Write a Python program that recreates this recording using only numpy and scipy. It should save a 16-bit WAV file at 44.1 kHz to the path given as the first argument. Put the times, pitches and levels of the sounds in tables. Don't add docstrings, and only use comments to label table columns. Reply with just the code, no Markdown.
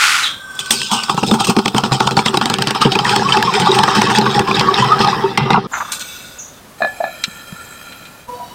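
import sys
import numpy as np
from scipy import signal
from scipy.fft import rfft, irfft, next_fast_len
from scipy.io import wavfile
from scipy.ndimage import uniform_filter1d

SR = 44100
rng = np.random.default_rng(int(sys.argv[2]) if len(sys.argv) > 2 else 0)


def wav_out(sig):
    wavfile.write(sys.argv[1], SR, np.round(np.clip(np.atleast_2d(sig).T, -1, 1) * 32767).astype(np.int16))


N = 376658

# time_s, level_db
AIR_LEVEL = [(0, -41.5), (.33, -39), (.48, -44), (.51, -41.5), (2.9, -42), (5.2, -40), (5.66, -58),
             (5.675, -48), (5.705, -40), (5.72, -39.5), (6.5, -41), (8.2, -40.5), (8.27, -45),
             (8.29, -37.5), (8.54, -39)]
# freq_hz, density_db_per_hz
AIR_SPECTRUM = [(12, -52), (20, -9.5), (93, -2), (262, -1.5), (301, -5.5), (459, -8.5), (527, -3.5),
                (678, -7.5), (1260, -8.5), (2260, -15.5), (16000, -23)]
# start_s, level_db, start_hz, end_hz, length_s
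CHEEPS = [(0.224, -12, 4260, 2970, 0.042), (5.717, -22.5, 7600, 5740, 0.026),
          (6.381, -21.5, 7270, 5620, 0.0207)]
# start_s, peak_db, centre_hz, t60_s
POPS = [(5.7374, -15, 2710, 0.053), (5.7768, -30, 6770, 0.054), (5.9192, 3, 6500, 0.21),
        (5.994, -5, 6200, 0.088), (6.006, -11, 3640, 0.045), (7.238, 9.5, 3520, 0.053),
        (7.9222, -14, 2500, 0.093), (8.0532, -18, 3060, 0.11)]
# start_s, peak_db, pitch_hz, t60_s
THUDS = [(6.14, -42, 113, 0.034), (7.279, -24.5, 190, 0.031), (7.525, -21, 172, 0.029),
         (7.896, -35, 188, 0.048), (8.219, -44, 86.1, 0.06)]
# time_s, low1_db, low2_db, low3_db, high_db
HUM_LEVELS = [(8.27, -51, -69, -38, -56), (8.296, -35, -54, -25, -59), (8.32, -37, -55, -28, -51),
              (8.362, -42, -44, -38, -46), (8.394, -54, -34, -29.5, -55), (8.454, -57, -43, -45, -45),
              (8.54, -62, -55, -42, -47)]
# freq_hz, width_hz, level_db
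VESSEL_BANKS = [
    [(495, 34, 0)],
    [(710, 78, 0)],
    [(974, 30, 15), (1320, 120, -16)],
    [(2980, 99, 5), (3850, 100, 5), (4510, 110, 5), (5660, 150, -2)],
]
# time_s, level_db
SLIDE_LEVEL = [(5.71, -39), (5.736, -57), (5.784, -26.5), (5.798, -37), (5.914, -34.5), (5.92, -23),
               (5.992, -33.5), (6.012, -21), (6.032, -28.5), (6.374, -38.5), (6.46, -46), (6.6, -47)]
# freq_hz, width_hz, level_db
BARE_PAN = [(1470, 56, 7.5), (2280, 22, 3.5), (2650, 72, 3), (3520, 85, 5.5), (3810, 120, 1.5),
            (4180, 74, -2), (4860, 270, -3.5), (5900, 66, 0.5), (6230, 230, -2.5), (8300, 990, -7.5),
            (9400, 100, -25.5), (12600, 420, -10.5), (14000, 200, -8), (14700, 52, -4)]
# time_s, level_db
SETTLE_LEVEL = [(6.78, -37), (6.854, -36), (6.982, -36), (7.236, -32), (7.492, -34.5), (7.826, -34),
                (7.912, -35.5), (8.078, -40.5), (8.26, -47)]
# freq_hz, width_hz, level_db
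LOADED_PAN = [(1384, 103, 6.5), (1757, 130, 1), (2430, 280, -0.5), (3190, 120, 0), (4000, 240, -2),
              (4810, 110, -8), (5220, 60, -8), (6410, 110, -6), (7290, 120, -4), (8000, 38, -5),
              (8140, 230, -8.5), (11180, 150, -8), (12400, 320, -9), (13800, 63, -8)]
# start_s, thock_db, thock_hz, thock_t60_s, ring_db
KNOCKS = [(6.805, -14, 700, 0.013, -36), (6.817, -5.5, 675, 0.026, -14), (6.83, -18.5, 583, 0.19, -18),
          (6.844, -8.5, 687, 0.041, -16.5), (6.869, -31, 735, 0.74, -27), (7.003, -5, 683, 0.034, -32),
          (7.011, -23, 667, 0.31, -44), (7.037, -8, 708, 0.03, -21.5), (7.049, -24, 707, 0.22, -27),
          (7.063, -28.5, 627, 0.39, -39)]
# freq_hz, width_hz, level_db
WOOD = [(223, 63, -4), (1180, 220, -1.5)]
# freq_hz, width_hz, level_db
PAN_RING = [(1722, 12, 10.5), (2460, 18, -4.5), (3160, 44, -37), (3670, 29, -19), (4060, 80, -14.5)]
# start_s, peak_db, pitch_hz, t60_s
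RATTLES = [(5.714, -15.5, 948, 0.57), (5.733, -5.5, 1413, 0.074), (5.75, -5.5, 1370, 0.062),
           (5.766, -7, 1190, 0.091), (5.801, -4, 1165, 0.083), (5.819, -13, 934, 0.07),
           (5.847, -17, 1250, 0.098), (5.877, -18.5, 1194, 0.53), (5.899, -44, 1430, 0.07)]
# time_s, level_db
SALT_LEVEL = [(0.0, -14.5), (0.03, -9), (0.236, -17), (0.26, -18.5), (0.384, -45), (0.42, -52)]
# freq_hz, density_db_per_hz
SALT_SPECTRUM = [(180, -85), (300, -32), (624, -37), (842, -12), (915, -17), (1390, 1.5), (1640, -7),
                 (2320, -6), (4300, -12), (8220, -18), (16000, -38)]
# time_s, level_db, pitch_hz
SPOON_SONG = [(0.3, -30, 1550), (0.36, -40, 1590), (0.458, -35, 1554), (0.722, -30, 1505),
              (0.756, -32, 1516), (0.858, -41, 1536), (1.1, -31, 1500), (1.15, -49, 1500)]
# freq_hz, width_hz, level_db
SPOON_MODES = [(1155, 110, 7.5), (3400, 34, 7), (5540, 52, 1), (7270, 120, -3), (8550, 100, 1)]
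# freq_hz, width_hz, level_db
WALL = [(47, 260, -26), (129.5, 32, -2), (209.5, 66.8, 2.5), (219.6, 61.7, -2), (299, 48, -9),
        (388.2, 30, -1), (453.3, 89, -9.5)]
# freq_hz, width_hz, level_db
FLOOR = [(744, 207, -4.5), (801, 51, 9), (879.7, 45, 7.5), (972, 93, 4.5), (1117, 77, -6), (1091, 55, 3.5),
         (1210, 112, 3), (1318, 30, 3.5), (1420, 70, -0.5)]
# freq_hz, width_hz, level_db
CLATTER = [(2632, 470, 8.9), (2854, 177, 4), (3070, 300, 10.6), (3480, 650, 9.1), (3917, 920, 5.1),
           (4410, 113, 7.2), (4725, 1800, 3.2), (5250, 1130, 9.4)]
# freq_hz, width_hz, level_db
EDGE = [(6180, 1400, 3.5), (7260, 1300, 2.5), (8240, 860, 6.5), (9100, 620, -1), (12400, 2500, -16),
        (15200, 1500, -16)]
# freq_hz, width_hz, level_db
HOLLOW = [(1654, 550, 7.2), (1986, 108, 5.6), (2230, 1170, 0.45)]
# time_s, level_db
FROTH_LEVEL = [(.5, -40.5), (2.7, -4.5), (3.05, -10), (5.67, -4.5)]
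# start_s, clatter_peak_db, floor_rel_db, wall_rel_db, edge_rel_db, chatter_t60_s
BLOWS = [(0.5515, -28, -21, -17, 5, 0.049), (0.5909, -11.5, -28, -28, 2.5, 0.057),
         (0.659, -11, -29, -35, -6, 0.04), (0.706, 2, -20, -27.5, -2.5, 0.21),
         (0.913, -11, -2.5, -20, -1, 0.3), (1.0345, -4.5, -24, -58, -9, 0.033),
         (1.083, -22, 4, -21, -20, 0.018), (1.0952, 1, -3.5, -24, -16, 0.036),
         (1.1454, -13.5, -9, -7, -3, 0.016), (1.1766, -7, 1, -10.5, -17, 0.028),
         (1.2313, -7, -3, -2.5, -16, 0.041), (1.2628, -16, -25, -12, -3, 0.3),
         (1.3129, -7, 1, -0.5, -4, 0.014), (1.3386, -3.5, -6, -13, -8, 0.096),
         (1.4052, -6, -3, -12.5, -4, 0.054), (1.4461, 1.5, -37, -31, -8.5, 0.065),
         (1.469, -8.5, -7, -22.5, 0, 0.062), (1.496, 2.5, -10.5, -25, -9, 0.087),
         (1.566, -4, -4.5, -7.5, -15, 0.024), (1.587, 3, -11, -16, -21, 0.05),
         (1.6494, -19, -1, -18, -21, 0.055), (1.6576, 2, -12.5, -18, -20, 0.015),
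         (1.6801, 8, -20.5, -25, -17, 0.021), (1.7471, -8.5, -3, -0.5, -29, 0.017),
         (1.7634, -3.5, -8, -23, -14, 0.16), (1.7817, 1.5, -12, -35, -10, 0.018),
         (1.8369, 4, -8.5, -17, -32, 0.012), (1.859, -4, -14, -16, -30, 0.031),
         (1.9117, -23, 8, -7, -18, 0.036), (1.919, -8.5, -1, -6, -18, 0.088),
         (2.004, 1, -8.5, -13, -22, 0.025), (2.0734, 3, -9.5, -19, -21, 0.019),
         (2.1103, -12, 0, -6, -16, 0.033), (2.1705, -3, 1, -7, -31, 0.023),
         (2.1898, 2.5, -16, -17, -27, 0.043), (2.26, 3.5, -14.5, -20, -14, 0.039),
         (2.3296, -24, 6, -10, -24, 0.11), (2.3424, -1, -2.5, -14, -21, 0.028),
         (2.372, 5, -12, -19, -12, 0.016), (2.4124, 1, -5, -21, -26, 0.028),
         (2.4565, -3, -10.5, -13, -11.5, 0.014), (2.499, 3.5, -12, -21, -11, 0.015),
         (2.5383, -2, -11, -23, -7, 0.019), (2.585, -3.5, -8, -17, -17, 0.02),
         (2.6068, -12, -10, -8, -18, 0.06), (2.6217, 6.5, -22, -30, -13, 0.021),
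         (2.671, -0.5, -13, -17, -22, 0.081), (2.7076, 7, -22, -25, -17, 0.013),
         (2.749, -9, -3, -17, -29, 0.1), (2.8151, 1.5, -10.5, -19, -12, 0.048),
         (2.9194, 2, -20, -17.5, -19, 0.041), (2.9541, 1, -11, -18, -16, 0.025),
         (2.9907, 2, -8, -29, -30, 0.018), (3.0942, -3, -30, -28, -14, 0.2),
         (3.1613, 6.5, -20, -22.5, -11, 0.015), (3.194, -17.5, -15, -0.5, -25, 0.031),
         (3.2887, -6.5, -6, -28, -34, 0.04), (3.3231, 1.5, -34, -26, -29, 0.1),
         (3.3706, 5, -11, -25, -19, 0.017), (3.4262, 7, -31, -35, -22, 0.013),
         (3.524, -14, -13, -11, -23, 0.037), (3.54, -15, -4, -26, -22, 0.12),
         (3.6, -7, -11, -9.5, -7, 0.094), (3.719, -13, -12, -23, -27, 0.015),
         (3.7448, -1.5, -20, -33, -11, 0.16), (3.7894, 8, -13, -20, -14, 0.011),
         (3.8361, 5, -11.5, -19, -18, 0.027), (3.8795, -10, 3.5, -1.5, -29, 0.077),
         (3.9505, -1, -16, -37, -15, 0.33), (4.015, 4.5, -10, -24, -24, 0.022),
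         (4.1008, -8, -3, -15, -12, 0.16), (4.1853, 10, -24, -24, -14.5, 0.014),
         (4.2135, -12.5, -23, -4.5, -30, 0.03), (4.2644, -16.5, -8, -2, -25, 0.028),
         (4.3025, -18, -16, -20, -27, 0.05), (4.3927, 4.5, -10, -22, -14, 0.021),
         (4.4768, -19, 3, -6, -33, 0.15), (4.5094, -7.5, 2, -11, -35, 0.029),
         (4.5424, -16, -15, -4, -31, 0.12), (4.5958, 7.5, -33, -37, -38, 0.035),
         (4.6096, 6, -11, -16.5, -26, 0.024), (4.7412, 3, -32, -31, -31, 0.034),
         (4.846, -12, 2, -7, -29, 0.031), (4.992, -14, -11, -26, -10, 0.083), (5.01, 1, -22, -27, -22, 0.2),
         (5.0459, 6.5, -12.5, -21, -32, 0.022), (5.074, -11, -7, -7, -22, 0.017),
         (5.375, 8, -15, -39, -17, 0.028), (5.5042, -9, 6, -3, -30, 0.015),
         (5.5637, -31, 8, -17, -41, 0.027)]
# start_s, peak_db, rattle_t60_s
RIM_TAPS = [(5.3747, -6, 0.47), (5.5044, -3.5, 0.092), (5.5323, -5, 0.067), (5.5633, -15, 0.13)]
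# freq_hz, width_hz, level_db
RIM = [(2060, 69, 11), (2420, 42, 8), (2730, 60, 10), (3800, 260, 2), (3960, 96, -14), (4830, 100, -6),
       (5040, 48, -12), (5300, 93, -20), (5840, 120, -30)]
# start_s, peak_db, pitch_hz, t60_s
GULPS = [(2.812, -3, 1220, 0.041), (2.85, -4.5, 945, 0.019), (2.923, -11, 760, 0.042),
         (2.954, -8, 880, 0.046), (2.99, -13, 822, 0.19), (3.028, -12.5, 960, 0.32), (3.125, -6, 827, 0.15),
         (3.252, -7.5, 1115, 0.088), (3.337, -4, 857, 0.3), (3.425, -10, 920, 0.11),
         (3.475, 0, 1090, 0.027), (3.562, -10, 778, 0.24), (3.6, -9, 850, 0.2), (3.664, -5.5, 1196, 0.05),
         (3.741, -22, 1080, 0.065), (3.764, -1.5, 817, 0.072), (3.79, -5.5, 860, 0.057),
         (3.835, -19, 871, 0.037), (3.876, -4.5, 1138, 0.046), (3.987, -7, 850, 0.043),
         (4.017, -5, 874, 0.041), (4.066, -2.5, 1103, 0.097), (4.173, -5, 840, 0.18),
         (4.214, -8, 873, 0.044), (4.262, -5, 1130, 0.025), (4.351, -9, 822, 0.13), (4.375, -4, 808, 0.06),
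         (4.471, -6, 1037, 0.16), (4.573, -10, 832, 0.1), (4.613, -18, 1200, 0.046),
         (4.685, 1, 1137, 0.028), (4.773, -20, 1318, 0.3), (4.821, -1.5, 1002, 0.041),
         (4.91, 0.5, 1250, 0.11), (5.028, -7, 1232, 0.17), (5.074, -3, 845, 0.067),
         (5.128, -2, 1090, 0.031), (5.177, -14, 1054, 0.071), (5.234, -3, 908, 0.087),
         (5.298, -29, 806, 0.024), (5.376, -40, 830, 0.061), (5.505, -16, 756, 0.12),
         (5.533, -5.5, 957, 0.096), (5.563, -21, 960, 0.058)]
# start_s, peak_db, pitch_hz, t60_s
SLAPS = [(0.704, -18, 225, 0.32), (0.918, -8.5, 218, 0.31), (1.115, -15.5, 212, 0.12),
         (1.143, -8.5, 166, 0.05), (1.226, -5, 211, 0.26), (1.314, -12, 484, 0.14), (1.314, 5, 221, 0.14),
         (1.401, -6, 210, 0.092), (1.492, 5, 212, 0.091), (1.567, -1, 222.6, 0.18), (1.655, -7, 208, 0.087),
         (1.743, -2, 222, 0.12), (1.834, -1.5, 219.5, 0.12), (1.915, -5.5, 133, 0.16),
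         (2.004, -5, 239, 0.08), (2.062, -6.5, 134, 0.1), (2.26, -3.5, 220, 0.2), (2.334, -12, 361, 0.22),
         (2.409, -5, 214, 0.15), (2.451, -8.5, 226, 0.14), (2.508, -13, 202, 0.12), (2.807, -9, 220, 0.046),
         (2.854, 2, 197, 0.11), (2.953, -14, 213, 0.21), (3.011, -11.5, 161, 0.11), (3.106, -10, 390, 0.14),
         (3.365, -9, 390, 0.14), (3.449, -6.5, 181, 0.15), (3.545, -7, 408, 0.16), (3.597, -5, 190, 0.32),
         (3.687, -0.5, 385, 0.29), (3.985, -0.5, 207, 0.09), (4.348, -11.5, 398, 0.12),
         (4.588, -8, 147, 0.1), (4.712, -6, 390, 0.13), (5.239, -2, 387, 0.13), (5.412, -2, 137, 0.25),
         (5.524, -3, 172, 0.14)]
# time_s, level_db, pitch_hz
SWEEP = [(.72, -44, 5160), (.76, -21, 4600), (.85, -38, 3870), (.93, -21, 3150), (1.02, -26, 2770),
         (1.08, -55, 2580)]
# contact_s, snap_peak_db, wake_clatter_db, wake_floor_db, wake_wall_db, wake_t60_s, run_up_db, ping_hz, ping_db
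STROKES = [(0.5907, -8, -5.5, -33, -26.5, 0.1, -24, 3470, -10),
           (0.7073, 10, -1, -31, -25, 0.084, -24, 3440, -3),
           (0.816, -1.5, -13, -32, -28, 0.058, -26, 2630, -14),
           (0.9147, -1, -6, -5, -23, 0.25, -26, 3160, -14),
           (1.0362, -7, -8, -22, -34, 0.065, -13, 4650, -10.5),
           (1.0965, -5, -5, -5, -21, 0.09, -22, 3510, -13),
           (1.1693, -14, -6, -21, -17, 0.11, -25, 3430, -22),
           (1.234, -9, -4, -15, -13, 0.064, -23, 2760, -14),
           (1.2651, -14, -6, -21, -8, 0.13, -27, 3500, -22),
           (1.3125, -4, -6, -24, -17, 0.09, -20, 3600, -12),
           (1.403, -7, -2, -10, -22, 0.093, -9, 4070, -13),
           (1.4428, -4, -6, -25, -13, 0.08, -16, 2720, -13),
           (1.4706, -7, -1.5, -21, -12, 0.12, -23.5, 3320, -18),
           (1.565, -1, -11, -2, -17.5, 0.087, -35, 2510, -14),
           (1.6586, 3, -14, -11, -12, 0.067, -14, 3320, -11),
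           (1.679, -9, -5, -15, -16, 0.065, -20, 2630, -12),
           (1.7465, -8, -11, -8, -13, 0.1, -26, 3520, -14), (1.7808, 3, -9, -6, -14, 0.086, -13, 3080, -10),
           (1.8384, -3, -5, -2, -11, 0.095, -28, 2930, -14),
           (1.9195, -3, -1.5, -22, -16, 0.14, -22, 4020, -12),
           (2.0049, 3, -9.5, -4.5, -15, 0.18, -13, 2450, -15),
           (2.0743, 2, -7, 0, -17, 0.078, -11, 3600, -14),
           (2.1092, -3, -6.5, -7, -7.5, 0.081, -30, 2600, -19),
           (2.168, 0.5, -2, -2, -8, 0.09, -20, 4490, -6.5), (2.191, -5, -6, -6, -18, 0.097, -22, 2310, -10),
           (2.2613, 1.5, -4.5, -9, -16, 0.11, -9, 2040, -10),
           (2.2828, -5, -6, -18, -26, 0.073, -11, 3280, -5.5),
           (2.343, -7, -7.5, -8, -12, 0.1, -14, 2700, -13), (2.373, 0, -11, -20, -28, 0.095, -17, 3870, -9),
           (2.412, -7, -6, -7, -18, 0.12, -29, 1680, -19), (2.4565, 5.5, -6, -8, -18, 0.1, -27, 3750, -12),
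           (2.4993, -3, -6, -5, -10, 0.11, -20, 4200, -12),
           (2.5397, 5.5, -7, -20, -20, 0.081, -16, 3040, -13),
           (2.5848, -6, -9, -20, -15, 0.081, -31, 2920, -15),
           (2.6218, 3, -9.5, -19, -17, 0.11, -12, 1640, -13),
           (2.6717, 2.5, -5.5, -3, -23, 0.091, -18, 3100, -10.5),
           (2.707, 4, -7, -23, -27, 0.067, -23, 2900, -13),
           (2.7493, -4, -5, -3, -22, 0.1, -22, 3160, -11.5),
           (2.8149, -3, 3.5, -1, -24, 0.089, -13, 3000, -8.5),
           (2.8485, -5, -2, 8, -1, 0.078, -24, 3100, -10),
           (2.9198, -11, -1.5, -19, -24, 0.074, -15, 2980, -8),
           (2.953, -9, -6, -10, -4, 0.053, -20, 2490, -4.5),
           (2.9886, 1, -9, -9, -21, 0.13, -28, 3100, -6.5),
           (3.0523, -14, -5, -4, -11.5, 0.16, -9.5, 1850, -6),
           (3.094, 3, -7, -13, -32, 0.23, -11, 2530, -8), (3.1631, 2, -8, -12, -16, 0.11, -7.5, 1720, -9),
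           (3.1946, -18, -14, -22, -20, 0.076, -17, 1670, -13),
           (3.2875, -12, -4, -18, -25, 0.14, -18, 2620, -11),
           (3.3221, -5, 0.5, -18, -27, 0.11, -23, 3100, -1.5),
           (3.3706, -6, -13, -13, -3, 0.065, -20, 2620, -12),
           (3.4263, 2.5, -19, -4, -11.5, 0.1, -25, 1670, -3.5),
           (3.5404, -5, -3.5, -10, -24, 0.17, -11, 2390, -10.5),
           (3.5983, 1, -1, -15, -12, 0.093, -16, 3020, -18),
           (3.6605, -5, -4, 3.5, -7, 0.09, -14, 3610, -10), (3.716, -4, -5, -15, -9, 0.14, -14, 3790, -5),
           (3.7887, -6, -17, -13, -7, 0.071, -9, 3070, -6), (3.8343, 3, -7, -10, -10, 0.085, -18, 1620, -9),
           (3.8787, -11, -9, -6, -24, 0.073, -14, 1860, -9),
           (3.949, -4.5, -10, -11, -20, 0.1, -22, 1640, -13),
           (4.0175, 7, -16, -10, -20, 0.083, -13, 2930, -10),
           (4.1005, -4, -4.5, -10, -17, 0.15, -15, 1770, -12),
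           (4.15, -1, 1.5, -6, -20, 0.1, -9, 1810, -6.5), (4.2124, -9, -22, -12, -10, 0.084, -25, 4180, -8),
           (4.2627, -14, -13, -6, -8, 0.1, -14, 1530, -7),
           (4.3025, -19, -8, -20, -19, 0.13, -15, 3327, -16),
           (4.349, -3, -4, -15, -14, 0.12, -14, 1850, -12),
           (4.3937, -0.5, -10, -13, -6.5, 0.092, -17, 2640, -7),
           (4.4757, -14, -8, -21, -13, 0.13, -20, 2400, -15),
           (4.513, -9, -11, -13, -15, 0.08, -18, 2470, -5.5),
           (4.5441, -22, -3.5, -12, -14, 0.15, -20, 3790, -11),
           (4.5944, 1, -6, -13, -16, 0.12, -12, 3360, -13),
           (4.7418, -4, -6, -16, -24, 0.12, -15, 3770, -6.5),
           (4.7773, -8, -4, -12, -8.5, 0.2, -20, 3110, -13),
           (4.8432, -8, -9, -19, -17, 0.046, -20, 3134, -15),
           (4.9912, -11, -5.5, -2, -8, 0.12, -25, 4240, -13),
           (5.074, -7, -9.5, -15, -17, 0.2, -15, 4200, -12),
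           (5.3753, -4, -11, -2.5, -14, 0.1, -34, 2100, -3.5),
           (5.5045, -5.5, -6, -3, -20, 0.088, -29, 3740, -12),
           (5.5326, -24, -9, 5, -7, 0.073, -17, 2490, -12),
           (5.5614, -29, -24, 8.5, -14, 0.068, -34, 2780, -16)]
# time_s, clatter_db, floor_db, wall_db
CHURN = [(0.5, -46, -46, -50), (0.64, -28, -50, -50), (0.8, -16.5, -51, -22.5), (0.9, -20, -35, -52),
         (1.15, -24.5, -26, -38), (1.35, -28.5, -21.5, -37), (1.78, -30, -26.5, -39),
         (2.01, -30.5, -20, -31), (2.62, -32, -30.5, -29.5), (3.26, -20, -16, -16.5),
         (3.81, -17.5, -16.5, -23.5), (4.03, -15.5, -15.5, -14.5), (4.45, -25.5, -21.5, -21.5),
         (4.89, -19.5, -14, -16.5), (5.38, -29.5, -28, -23), (5.51, -29, -15, -18),
         (5.67, -36, -28.5, -22.5)]

CUT_S, BEATEN_S = 5.67, 5.32
BAND_LIMIT_HZ = 15900
STROKE_RISE_S, WALL_RISE_S, WALL_LINGER = 0.017, 0.004, 1.77
EDGE_POWER, EDGE_DULLS_DB_PER_S = 1.37, -2.5
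RUN_UP_S, RUN_UP_FROM_DB, RUN_UP_FLOOR_DB = 0.055, -72, 3
LULL_S, LULL_DB = 0.044, -3
SNAP_S, SNAP_TRIM_DB, SNAP_BAND_HZ = 0.0029, -6.5, (1213, 5650)
PING_T60_S = 0.019
GURGLE_PEAK_S, GURGLE_DIP_DB, GURGLE_SAG = 0.01527, -15.5, 0.9
EGG_PATCHY_DB, PAN_PATCHY_DB = 4, 2.5


def amp(db):
    return 10 ** (np.asarray(db, float) / 20)


def evened(x):
    return x / np.sqrt(np.mean(x ** 2) + 1e-20)


def add(mix, start_s, sound):
    part = mix[round(start_s * SR):][:len(sound)]
    part += sound[:len(part)]


def level(rows, column=1):
    rows = np.asarray(rows)
    return amp(np.interp(np.arange(N) / SR, rows[:, 0], rows[:, column], left=-200, right=-200))


def body(x, modes, order=1):
    ring = np.zeros(SR // 3)
    for k, (hz, width_hz, db) in enumerate(modes):
        r = np.exp(-np.pi * width_hz / SR)
        numerator = [1 - r, 0, r * (r - 1)]
        denominator = [1, -2 * r * np.cos(2 * np.pi * hz / SR), r * r]
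        mode = signal.unit_impulse(len(ring))
        for _ in range(order):
            mode = signal.lfilter(numerator, denominator, mode)
        ring += (-1) ** k * amp(db) * mode
    return signal.oaconvolve(x, ring / np.linalg.norm(ring))[:len(x)]


def grit(per_s, spread_db, hiss):
    sizes = amp(spread_db * np.minimum(rng.exponential(1, N), 4))
    signs = rng.choice([-1, 1], N)
    clicks = sizes * signs * (rng.random(N) < per_s / SR)
    return evened(evened(clicks) + hiss * rng.standard_normal(N))


def coloured(x, points):
    f, db = np.transpose(points)
    size = next_fast_len(N)
    log_f = np.log(np.fft.rfftfreq(size, 1 / SR) + 1)
    gain = amp(np.interp(log_f, np.log(f + 1), db))
    return evened(irfft(rfft(x, size) * gain, size)[:N])


def bursts(rows, rise_s, q, rough, glide=0.):
    out, t = np.zeros(N), np.arange(SR // 6) / SR
    noise = rng.standard_normal((len(rows), len(t)))
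    share = np.clip(rough, 0, 1)
    for (start_s, db, hz, t60_s), n in zip(rows, noise):
        t60_s = max(t60_s, .005)
        tone = np.sqrt(2) * np.sin(2 * np.pi * hz * (t + glide * t * t / t60_s))
        edges_hz = [hz / (1 + .5 / q), min(hz * (1 + .5 / q), SR / 2.1)]
        band = signal.butter(2, edges_hz, "band", fs=SR, output="sos")
        ring = (1 - share) * tone + share * evened(signal.sosfilt(band, n))
        shape = (1 - np.exp(-t / rise_s)) * amp(-60 * t / t60_s)
        add(out, start_s, amp(db) * ring * shape / shape.max())
    return out


def strikes(rows, banks, trims_db, rises_s, ticks):
    out, t = np.zeros(N), np.arange(SR // 6) / SR
    noise = rng.standard_normal((len(rows), len(banks), len(t)))
    for k, modes in enumerate(banks):
        drive = np.zeros(N)
        for row, n in zip(rows, noise):
            shape = (1 - np.exp(-t / rises_s[k])) * amp(-60 * t / max(row[-1], .005))
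            push = n[k] * shape / shape.max() + ticks[k] * np.exp(-t / .00004)
            db = row[1] + (row[k + 1] if k else 0)
            add(drive, row[0], amp(db) * push)
        out += amp(trims_db[k]) * body(drive, modes)
    return out


def patchy(x, db, bins, frames):
    z = signal.stft(x, nperseg=512)[2]
    field = uniform_filter1d(rng.standard_normal(z.shape), round(bins), 0)
    field = uniform_filter1d(field, round(frames), 1)
    return signal.istft(z * evened(amp(db * evened(field))), nperseg=512)[1][:N]


def whistle(rows, width_hz):
    s, _, hz = np.transpose(rows)
    turn = np.exp(2j * np.pi * np.cumsum(np.interp(np.arange(N) / SR, s, hz)) / SR)
    r = np.exp(-np.pi * width_hz / SR)
    noise = rng.standard_normal(N) + 1j * rng.standard_normal(N)
    slow = signal.lfilter([1], np.convolve([1, -r], [1, -r]), noise)
    return level(rows) * evened((turn * slow).real)


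def air():
    return level(AIR_LEVEL) * coloured(grit(300, 1.0, 3.7), AIR_SPECTRUM)


def birds():
    out, t = np.zeros(N), np.arange(SR // 3) / SR
    echoes = rng.standard_normal((len(CHEEPS), len(t))) * amp(-60 * t / 0.38)
    for (start_s, db, from_hz, to_hz, length_s), echo in zip(CHEEPS, echoes):
        hz = np.linspace(from_hz, to_hz, round(length_s * SR))
        cheep = np.sin(2 * np.pi * np.cumsum(hz) / SR) * signal.windows.tukey(len(hz), .4)
        smeared = signal.fftconvolve(cheep, echo / np.linalg.norm(echo))
        smeared[:len(cheep)] += .2 * cheep
        add(out, start_s, amp(db) * smeared)
    return out


def fire():
    pops = bursts(POPS, 0.000067, 1.0, rough=1)
    crack_rows = [(s + 0.0017, db, hz, .012) for s, db, hz, _ in POPS]
    cracks = bursts(crack_rows, .0001, 0.93, rough=1)
    shaken_pan = amp(-24.5) * body(pops, LOADED_PAN)
    thuds = bursts(THUDS, 0.0031, 3.1, 0.24)
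    return amp(-26.0) * pops + amp(-17) * cracks + shaken_pan + thuds


def vessel():
    out = np.zeros(N)
    for k, modes in enumerate(VESSEL_BANKS):
        breath = level(HUM_LEVELS, column=k + 1) * rng.standard_normal(N)
        out += body(breath, modes, order=2)
    return out


def stick_knocks():
    thocks = bursts([row[:4] for row in KNOCKS], 0.0051, 6.0, 0.59)
    contact = np.zeros(N)
    for start_s, *_, ring_db in KNOCKS:
        add(contact, start_s + 0.0041, amp(ring_db) * np.hanning(7))
    return thocks + amp(20.5) * body(contact, PAN_RING) + amp(10) * body(contact, WOOD)


def pan():
    slide = amp(-1.5) * body(level(SLIDE_LEVEL) * grit(1500, 4.7, 2.4), BARE_PAN)
    settle = amp(-2.5) * body(level(SETTLE_LEVEL) * grit(700, 2.8, 1.0), LOADED_PAN, order=2)
    knocks = stick_knocks()
    sliding = patchy(slide + settle, PAN_PATCHY_DB, 5, 15)
    rattles = amp(-9.0) * bursts(RATTLES, 0.0043, 1.6, 0.66)
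    return sliding + knocks + rattles


def salt():
    rush = level(SALT_LEVEL) * coloured(grit(6000, 3.4, 0.37), SALT_SPECTRUM)
    song = whistle(SPOON_SONG, 39)
    fuzz = amp(-4.5) * body(level(SPOON_SONG) * rng.standard_normal(N), SPOON_MODES)
    return rush + song + fuzz


def gurgle():
    s, db, hz, _ = np.transpose([row for row in GULPS if row[0] < BEATEN_S])
    tops = np.array([s + GURGLE_PEAK_S, db, hz])
    midpoints = (tops[:, 1:] + tops[:, :-1]) / 2
    dips = midpoints * [[1], [1], [GURGLE_SAG]] + [[0], [GURGLE_DIP_DB], [0]]
    rows = np.hstack([tops, dips]).T
    return whistle(rows[np.argsort(rows[:, 0])], 52)


def drag_gains():
    t = np.arange(SR // 3) / SR
    power = np.array([level(CHURN, column=k + 1) ** 2 for k in range(3)])
    lull_db = np.zeros(N)
    for s, *_ in STROKES:
        add(lull_db, s - LULL_S, np.linspace(0, LULL_DB, round(LULL_S * SR)))
    power = power * amp(lull_db) ** 2
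    for s, _, clatter_db, floor_db, wall_db, t60_s, run_up_db, *_ in STROKES:
        wakes = [(clatter_db, STROKE_RISE_S, 1), (floor_db, STROKE_RISE_S, 1), (wall_db, WALL_RISE_S, WALL_LINGER)]
        for k, (db, rise_s, linger) in enumerate(wakes):
            wake = (1 - np.exp(-t / rise_s)) * amp(db - 60 * t / max(linger * t60_s, .02))
            add(power[k], s, wake ** 2)
        climb = amp(run_up_db + np.linspace(RUN_UP_FROM_DB, 0, round(RUN_UP_S * SR)))
        add(power[0], s - RUN_UP_S, climb ** 2)
        add(power[1], s - RUN_UP_S, (amp(RUN_UP_FLOOR_DB) * climb) ** 2)
    gains = np.sqrt(power)
    edge_gain = gains[0] ** EDGE_POWER * amp(EDGE_DULLS_DB_PER_S * np.arange(N) / SR)
    return (*gains, edge_gain)


def slosh():
    gains = drag_gains()
    banks = [(CLATTER, 1500, -6), (FLOOR, 400, -3), (WALL, 120, -3), (EDGE, 1500, -3)]  # modes, clicks per s, dB
    clatter, floor, wall, edge = (amp(db) * body(gain * grit(per_s, 3.8, 0.66), modes, order=2)
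                                  for gain, (modes, per_s, db) in zip(gains, banks))
    hollow = body(gains[0] * level(FROTH_LEVEL) * grit(700, 4.6, 1.0), HOLLOW, order=2)
    shifting = patchy(clatter + floor + edge + hollow, EGG_PATCHY_DB, 3, 7)
    return shifting + wall + amp(-12.5) * gurgle() + whistle(SWEEP, 380)


def wet_egg():
    gulps = amp(-6.5) * bursts(GULPS, 0.024, 13.0, 0.32, glide=0.024)
    slaps = amp(-4.5) * bursts(SLAPS, 0.0023, 7.0, 0.53)
    return gulps + slaps


def pings():
    rows = [(s, db, hz, PING_T60_S) for s, *_, hz, db in STROKES]
    return amp(1.5) * bursts(rows, 0.00076, 21, 0.44)


def snaps():
    out, shape = np.zeros(N), np.hanning(round(SNAP_S * SR))
    band = signal.butter(2, SNAP_BAND_HZ, "band", fs=SR, output="sos")
    noise = signal.sosfilt(band, rng.standard_normal((len(STROKES), SR // 50)))
    needles = noise[:, -len(shape):] * shape
    for (s, db, *_), needle in zip(STROKES, needles):
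        add(out, s, amp(db + SNAP_TRIM_DB) * needle / abs(needle).max())
    return out


def spoon_blows():
    blows = strikes(BLOWS, [CLATTER, FLOOR, WALL, EDGE], trims_db=[-18.0, -5.0, 1.0, -11],
                    rises_s=[0.00031, 0.00056, 0.00028, 0.00032], ticks=[3.55, 5.9, 5.75, 3.4])
    return blows + strikes(RIM_TAPS, [RIM], trims_db=[-16], rises_s=[.001], ticks=[9])


def beating():
    gate = np.clip((CUT_S - np.arange(N) / SR) / 0.00068, 0, 1)
    return (spoon_blows() + slosh() + wet_egg() + pings() + snaps()) * gate


def scene():
    return (air() + beating() + salt() + birds() + pan() + fire() + vessel())[None]


def record(dry):
    low_pass = signal.firwin(511, BAND_LIMIT_HZ, window=("kaiser", 9), fs=SR)
    return signal.oaconvolve(np.clip(dry, -1, 1), low_pass[None], "same")


dry = scene()
out = record(dry)
wav_out(out)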